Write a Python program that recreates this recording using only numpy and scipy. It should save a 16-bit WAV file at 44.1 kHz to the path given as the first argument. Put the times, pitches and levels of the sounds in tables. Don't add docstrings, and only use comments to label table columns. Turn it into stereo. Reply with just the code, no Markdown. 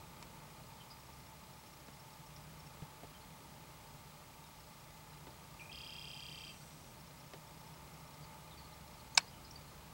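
import sys
import numpy as np
from scipy import signal
from scipy.fft import rfft, irfft, next_fast_len
from scipy.io import wavfile
from scipy.ndimage import uniform_filter1d

SR = 44100
rng = np.random.default_rng(int(sys.argv[2]) if len(sys.argv) > 2 else 0)


def put_to_file(sound):
    columns = np.atleast_2d(sound).T
    safe = np.clip(columns, -1, 1)
    whole_steps = np.round(safe * 32767)
    wavfile.write(sys.argv[1], SR, whole_steps.astype(np.int16))


N = 437913


def from_db(db):
    return 10 ** (np.asarray(db) / 20)


def curve(rows):
    times, *columns = np.transpose(rows)
    return [np.interp(np.arange(N) / SR, times, column) for column in columns]


def at_hz(points, hz):
    point_hz, values = np.transpose(points)
    return np.interp(np.log(hz + 1e-9), np.log(point_hz), values)


def add(track, s, sound):
    i = round(s * SR)
    track[i:i + len(sound)] += sound[:N - i]


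def band(x, low_hz, high_hz, order=2):
    return signal.sosfilt(signal.butter(order, [low_hz, high_hz], "band", fs=SR, output="sos"), x)


def pan(lean_db):
    return from_db(np.array([[.5], [-.5]]) * lean_db)


def white():
    size = next_fast_len(N, True)
    return np.fft.rfftfreq(size, 1 / SR), rfft(rng.standard_normal(size)) * np.sqrt(SR / 2)


def drift(rate_hz):
    hz, noise = white()
    slow = irfft(noise * np.exp(-(hz / rate_hz) ** 2))[:N]
    return slow / slow.std()


def ring(hz, t60):
    t = np.arange(SR // 4) / SR
    return np.sin(2 * np.pi * hz * t) * np.exp(-np.log(1000) * t / t60)


def burst(t60, low_hz, high_hz):
    t = np.arange(SR // 2) / SR
    noise = band(rng.standard_normal(len(t)), low_hz, high_hz)
    return noise / noise.std() * np.exp(-np.log(1000) * t / t60)


def whistle(length, start_hz, end_hz, rasp, soft=0.67):
    size = max(8, round(length * SR))
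    shake = uniform_filter1d(rng.standard_normal(SR // 6), size=49)[:size] * np.sqrt(49)
    hz = np.linspace(start_hz, end_hz, size) * (1 + rasp * shake)
    cycles = np.cumsum(hz) / SR + rng.random()
    return np.sin(2 * np.pi * cycles) * signal.windows.tukey(size, soft)


def play_notes(notes, rasp):
    out = np.zeros(N)
    for s, length, start_hz, end_hz, db in notes:
        add(out, s - length / 2, from_db(db) * whistle(length, start_hz, end_hz, rasp))
    return out


def shore(x, near_db, echo_db):
    out = x
    for db, t60 in ((near_db, 0.075), (echo_db, 0.29)):
        tail = burst(t60, 1500, 6700)
        out = out + from_db(db) * signal.fftconvolve(x, tail / np.linalg.norm(tail))[:N]
    return out


# f/Hz, density/(dB per Hz)
WIND_SPECTRUM = [(20, -109), (32, -95), (45, -83.5), (56, -88), (85, -86), (105, -85), (145, -78.5),
                 (190, -86), (380, -92.5), (1050, -93.5), (1600, -99), (3200, -100.5), (7000, -104),
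                 (9000, -105), (14000, -108)]
# f/Hz, left-right correlation (1 is mono)
WIND_CORRELATION = [(30, .6), (70, .78), (140, 0.93), (260, .78), (550, 0.83), (1200, 0.95), (2500, 1),
                    (5000, 1), (7800, 0.75), (11000, 1)]
# f/Hz, left minus right/dB
WIND_PAN = [(30, -11), (65, -11), (130, -5.5), (220, -3.5), (400, 1), (700, 0), (1250, -2), (2300, 0.5),
            (6000, -0.5)]


def wind(breeze_db=0.02, gust_db=0.8):
    (hz, mid), (_, side) = white(), white()
    alike = at_hz(WIND_CORRELATION, hz)
    stereo = np.sqrt((1 + alike) / 2) * mid + np.sqrt((1 - alike) / 2) * side * [[1], [-1]]
    bed = stereo * from_db(at_hz(WIND_SPECTRUM, hz)) * pan(at_hz(WIND_PAN, hz))
    lows = 1 / (1 + (hz / 1500) ** 2)
    gusts = from_db(breeze_db + gust_db * drift(rate_hz=.6))
    return irfft(bed * lows)[:, :N] * gusts + irfft(bed * (1 - lows))[:, :N]


# t/s, low tone f/Hz, low tone level/dB, upper tone level/dB
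ENGINE_DRONE = [(0, 66.9, -69.5, -72), (2.4, 70.22, -68, -64.5), (6.6, 70.2, -67.5, -64.5),
                (7.9, 71.8, -66.5, -59), (8.6, 70.4, -60.5, -64.5), (9.93, 71.7, -65.5, -75)]


def distant_engine(upper_ratio=2.17, waver=0.01183, fading_db=2.5):
    low_hz, low_db, upper_db = curve(ENGINE_DRONE)
    out = 0
    for hz, db in ((low_hz, low_db), (low_hz * upper_ratio, upper_db)):
        phase = 2 * np.pi * np.cumsum(hz * (1 + waver * drift(rate_hz=6.36))) / SR
        out = out + from_db(db + fading_db * drift(rate_hz=4.7)) * np.sin(phase)
    return out * pan(lean_db=-6.0)


def motor(resonances, fader):
    hz, noise = white()
    body = 0
    for centre_hz, width_hz, db, lean_db, lead in resonances:
        peak = 1 / (1 + ((hz - centre_hz) / (width_hz * 0.7)) ** 2)
        phase_offset = np.exp(1j * lead * np.array([[.5], [-.5]]))
        body = body + from_db(db) * peak * pan(lean_db) * phase_offset
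    return irfft(noise * body)[:, :N] * from_db(curve(fader)[0])


# f/Hz, width/Hz, pre-fader density/(dB per Hz), left minus right/dB, left lead/rad
WHIRR_RESONANCES = [(600, 31, -91, 3, 0.44), (883.5, 66.5, -84.5, 1.5, 0.22), (1209, 104, -92, -9.5, 0.43),
                    (2120, 136, -99, -0.5, 0.38), (7890, 120, -101, -2, 0.79)]
# t/s, gain/dB
WHIRR_FADER = [(0, 1.5), (1.8, 0), (5.6, .3), (6.6, -3.5), (8.3, 3), (9.93, -2.5)]


def drive_whirr():
    return motor(WHIRR_RESONANCES, WHIRR_FADER)


# f/Hz, level/dB, t60/s
TICK_MODES = [(2094, -67, .03), (2436, -66, 0.05), (3570, -71, 0.018), (4190, -64.5, 0.026),
              (4894, -64, 0.028), (6850, -67.5, 0.022)]
FIELD_HZ = 59.94


def drive_flutter(uneven_db=2.5):
    out = np.zeros(N)
    for hz, db, t60 in TICK_MODES:
        mode = ring(hz, t60)
        for turn in range(int(N / SR * FIELD_HZ / 2)):
            s = (turn + .1 * rng.random()) * 2 / FIELD_HZ
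            add(out, s, from_db(db + uneven_db * rng.standard_normal()) * mode)
    return out


def scan_whine(hz=15734, db=-72):
    t = np.arange(N) / SR
    duck = 1 - .9 * (t * FIELD_HZ % 1 < .08)
    return from_db(db) * np.sqrt(2) * np.sin(2 * np.pi * hz * t) * duck


def treble_flicker(treble, depth=.4, rate_hz=12):
    t = np.arange(N) / SR
    return treble * (1 + depth * np.sin(2 * np.pi * rate_hz * t))


# f/Hz, relative level/dB, t60/s
CASE_MODES = [(550, -16.5, 0.021), (710, -13, 0.027), (934, -6, 0.03), (1107, -10, 0.029),
              (1545, -9.5, 0.031), (2280, -3.5, 0.034), (2530, -7, 0.028), (2700, -8, 0.022),
              (3780, -1, 0.016), (4410, 0, 0.017), (5200, 1, .020), (5725, -6, 0.025), (6200, -6.5, 0.0096),
              (6900, -8, .015), (7360, -3, 0.017), (7830, -4, .012), (8600, -16, 0.016), (9570, -14, 0.016),
              (11300, -29, .011)]


def case_ring():
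    return sum((-1) ** k * from_db(db) * ring(hz, t60) for k, (hz, db, t60) in enumerate(CASE_MODES))


def case_bus(hits):
    return band(hits + 1e-18, 500, 14000, order=5) * pan(lean_db=-.7)


# t/s, knock level/dB, scuff level/dB, case ring gain/dB
FINGER_HITS = [(.226, -72, -53, -50), (1.883, -54, -55, -69), (2.821, -52, -55, -73),
               (3.034, -48, -60, -80), (5.269, -49, -54, -66), (7.335, -48, -49, -58)]


def fingers():
    touch, ringing = np.zeros(N), np.zeros(N)
    modes = case_ring()
    for s, knock_db, scuff_db, ring_db in FINGER_HITS:
        add(touch, s, from_db(knock_db) * burst(t60=0.098, low_hz=150, high_hz=650))
        add(touch, s, from_db(scuff_db) * burst(t60=.055, low_hz=500, high_hz=3400))
        add(ringing, s, from_db(ring_db) * modes)
    return touch * pan(lean_db=-0.5) + case_bus(ringing)


# t/s, length/s, f/Hz, pre-fader level/dB
CHIP_CUES = [(.813, 0.022, 3090, -54.5), (.914, .024, 4910, -52), (2.365, 0.0056, 5350, -49.5),
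             (3.155, .022, 3150, -55.5), (8.588, 0.043, 4460, -58), (9.1525, .007, 6600, -41),
             (9.207, .014, 4340, -48), (9.283, .011, 4900, -53.5), (9.345, 0.031, 2970, -58.5),
             (9.451, 0.012, 5060, -53), (9.512, 0.0067, 5600, -47), (9.561, 0.012, 4730, -48)]
# start t/s, end t/s, rate/(chips per s)
TWITTER_SPELLS = [(2.6, 7.4, .8), (8.2, 9.7, 6)]


def small_birds(twitter_s=.028, twitter_hz=4200, twitter_db=-61.5, flat_chip_s=.016):
    chips = list(CHIP_CUES)
    for start, end, per_s in TWITTER_SPELLS:
        count = round((end - start) * per_s)
        for k, (when, long, high, loud) in enumerate(rng.uniform(-1, 1, (count, 4))):
            s = start + (end - start) * (k + (1 + when) / 2) / count
            chips.append((s, twitter_s * 2 ** long, twitter_hz * 2 ** (.2 * high), twitter_db + 2 * loud))
    notes = []
    for s, length, hz, db in chips:
        rise = (flat_chip_s / length) ** 0.0745
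        notes.append((s, length, hz / rise, hz * rise, db))
    return play_notes(notes, rasp=0.03)


# start t/s, end t/s
FOCUS_HUNTS = [(1.05, 2.02), (2.95, 3.12), (4.58, 4.88), (6.98, 8.16)]


def focus_pips(hz=5440, pip_db=-64.5, pip_s=.022, every_fields=4):
    slots = np.arange(every_fields, N / SR * FIELD_HZ, every_fields) / FIELD_HZ
    hunting = np.any([(slots > start) & (slots < end) for start, end in FOCUS_HUNTS], axis=0)
    sounding = rng.random(len(slots)) < np.where(hunting, .75, .14)
    levels = pip_db + rng.normal(0, 2, len(slots))
    pips = [(s, pip_s, hz, hz, db) for s, db in zip(slots[sounding], levels[sounding])]
    return play_notes(pips, rasp=.012)


# t/s, level/dB
GRIP_THUMPS = [(2.823, -38), (3.945, -46)]


def grip_bumps():
    out = np.zeros(N)
    for s, db in GRIP_THUMPS:
        add(out, s, from_db(db) * ring(hz=145, t60=0.11))
    return out * pan(lean_db=-0.5)


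# f/Hz, width/Hz, pre-fader density/(dB per Hz), left minus right/dB, left lead/rad
ZOOM_RESONANCES = [(5800, 540, -97.5, 0, 0.28), (8140, 630, -97.5, 0, 0.45)]
# t/s, gain/dB
ZOOM_FADER = [(5.56, -40), (5.61, -1), (5.70, -12), (5.85, -5), (6.2, -1.5), (6.7, 0.5), (6.92, -6),
              (7.05, -50)]


def zoom_motor():
    return motor(ZOOM_RESONANCES, ZOOM_FADER)


# t/s, length/s, start f/Hz, end f/Hz, level/dB
LEAD_IN_NOTES = [(5.598, .005, 2950, 2250, -47), (5.618, .046, 2340, 2450, -49.5),
                 (5.659, .010, 2470, 2480, -51.5), (5.699, .010, 2460, 2500, -48)]


def song_lead_in():
    return play_notes(LEAD_IN_NOTES, rasp=.012)


# offset t/s, length/s, start f/Hz, end f/Hz, level/dB
TRILL_SYLLABLE = [(-.0083, 0.013, 3175, 3185, -46.5), (-.0090, 0.015, 2570, 2930, -52),
                  (.0002, 0.0039, 5230, 4460, -44.5), (.0012, 0.00243, 4270, 2620, -47.5),
                  (.0100, .0145, 2440, 2490, -55), (.0100, .0130, 4880, 4940, -55)]


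def trill(start_s=5.7287, syllables=26, period_s=.02933, slowing_s=.00006):
    notes = []
    for k in range(syllables):
        since = k * period_s + slowing_s * k * (k - 1) / 2
        pitch = 1.012 - .04 * since
        effort_db = -2.5 + np.sin(np.pi * k / (syllables - 1))
        for offset, length, start_hz, end_hz, db in TRILL_SYLLABLE:
            tune = pitch * (1 + 0.0055 * rng.standard_normal())
            note_db = db + effort_db + 0.5 * rng.standard_normal()
            notes.append((start_s + since + offset, length, start_hz * tune, end_hz * tune, note_db))
    return play_notes(notes, rasp=0.017)


# f/Hz, starting level/dB
CHORD_TONES = [(3140, -50.5), (2650, -50.5), (2850, -56), (4730, -59.5)]


def closing_chord(start_s=6.488, length_s=0.072, attack_s=0.0071, fade_db=18, sag=0.016):
    out = np.zeros(N)
    for hz, db in CHORD_TONES:
        note = whistle(length_s, hz, hz * (1 - sag), rasp=0.013, soft=2 * attack_s / length_s)
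        add(out, start_s, note * from_db(db - np.linspace(0, fade_db, len(note))))
    return out


# t/s, case ring gain/dB, crack gain/dB
CATCH_HITS = [(9.1739, -32, -36), (9.1763, -16.5, -23), (9.1784, -41, -20.5), (9.18, -44, -25),
              (9.189, -43, -42)]


def catch_snap(tail_db=-23, sparkle_db=-9, fizz_db=-12):
    centre, sides = np.zeros(N), np.zeros((2, N))
    modes = case_ring()
    for s, ring_db, crack_db in CATCH_HITS:
        crack = burst(0.0096, 820, 6200) + from_db(tail_db) * burst(0.12, 510, 3100)
        add(centre, s, from_db(ring_db) * modes)
        add(centre, s, from_db(crack_db) * crack)
        for side in sides:
            add(side, s, from_db(crack_db + sparkle_db) * burst(0.016, 7000, 8600))
            add(side, s, from_db(crack_db + fizz_db) * burst(0.013, 900, 6500))
    return case_bus(centre) + sides


def scene():
    song = song_lead_in() + trill() + closing_chord()
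    marsh_bird = shore(song, near_db=-16.5, echo_db=-14.5) * pan(lean_db=-3.0)
    far_birds = from_db(-0.5) * shore(small_birds(), near_db=-15, echo_db=-12.5)
    bed = wind() + distant_engine()
    camera = drive_whirr() + drive_flutter() + zoom_motor() + focus_pips()
    top = treble_flicker(scan_whine())
    handling = catch_snap() + fingers() + grip_bumps()
    return bed + camera + top + handling + far_birds + marsh_bird


def record(dry, cutoff_hz=15900):
    return signal.sosfilt(signal.ellip(12, .1, 80, cutoff_hz, fs=SR, output="sos"), dry)


dry = scene()
out = record(dry)
put_to_file(out)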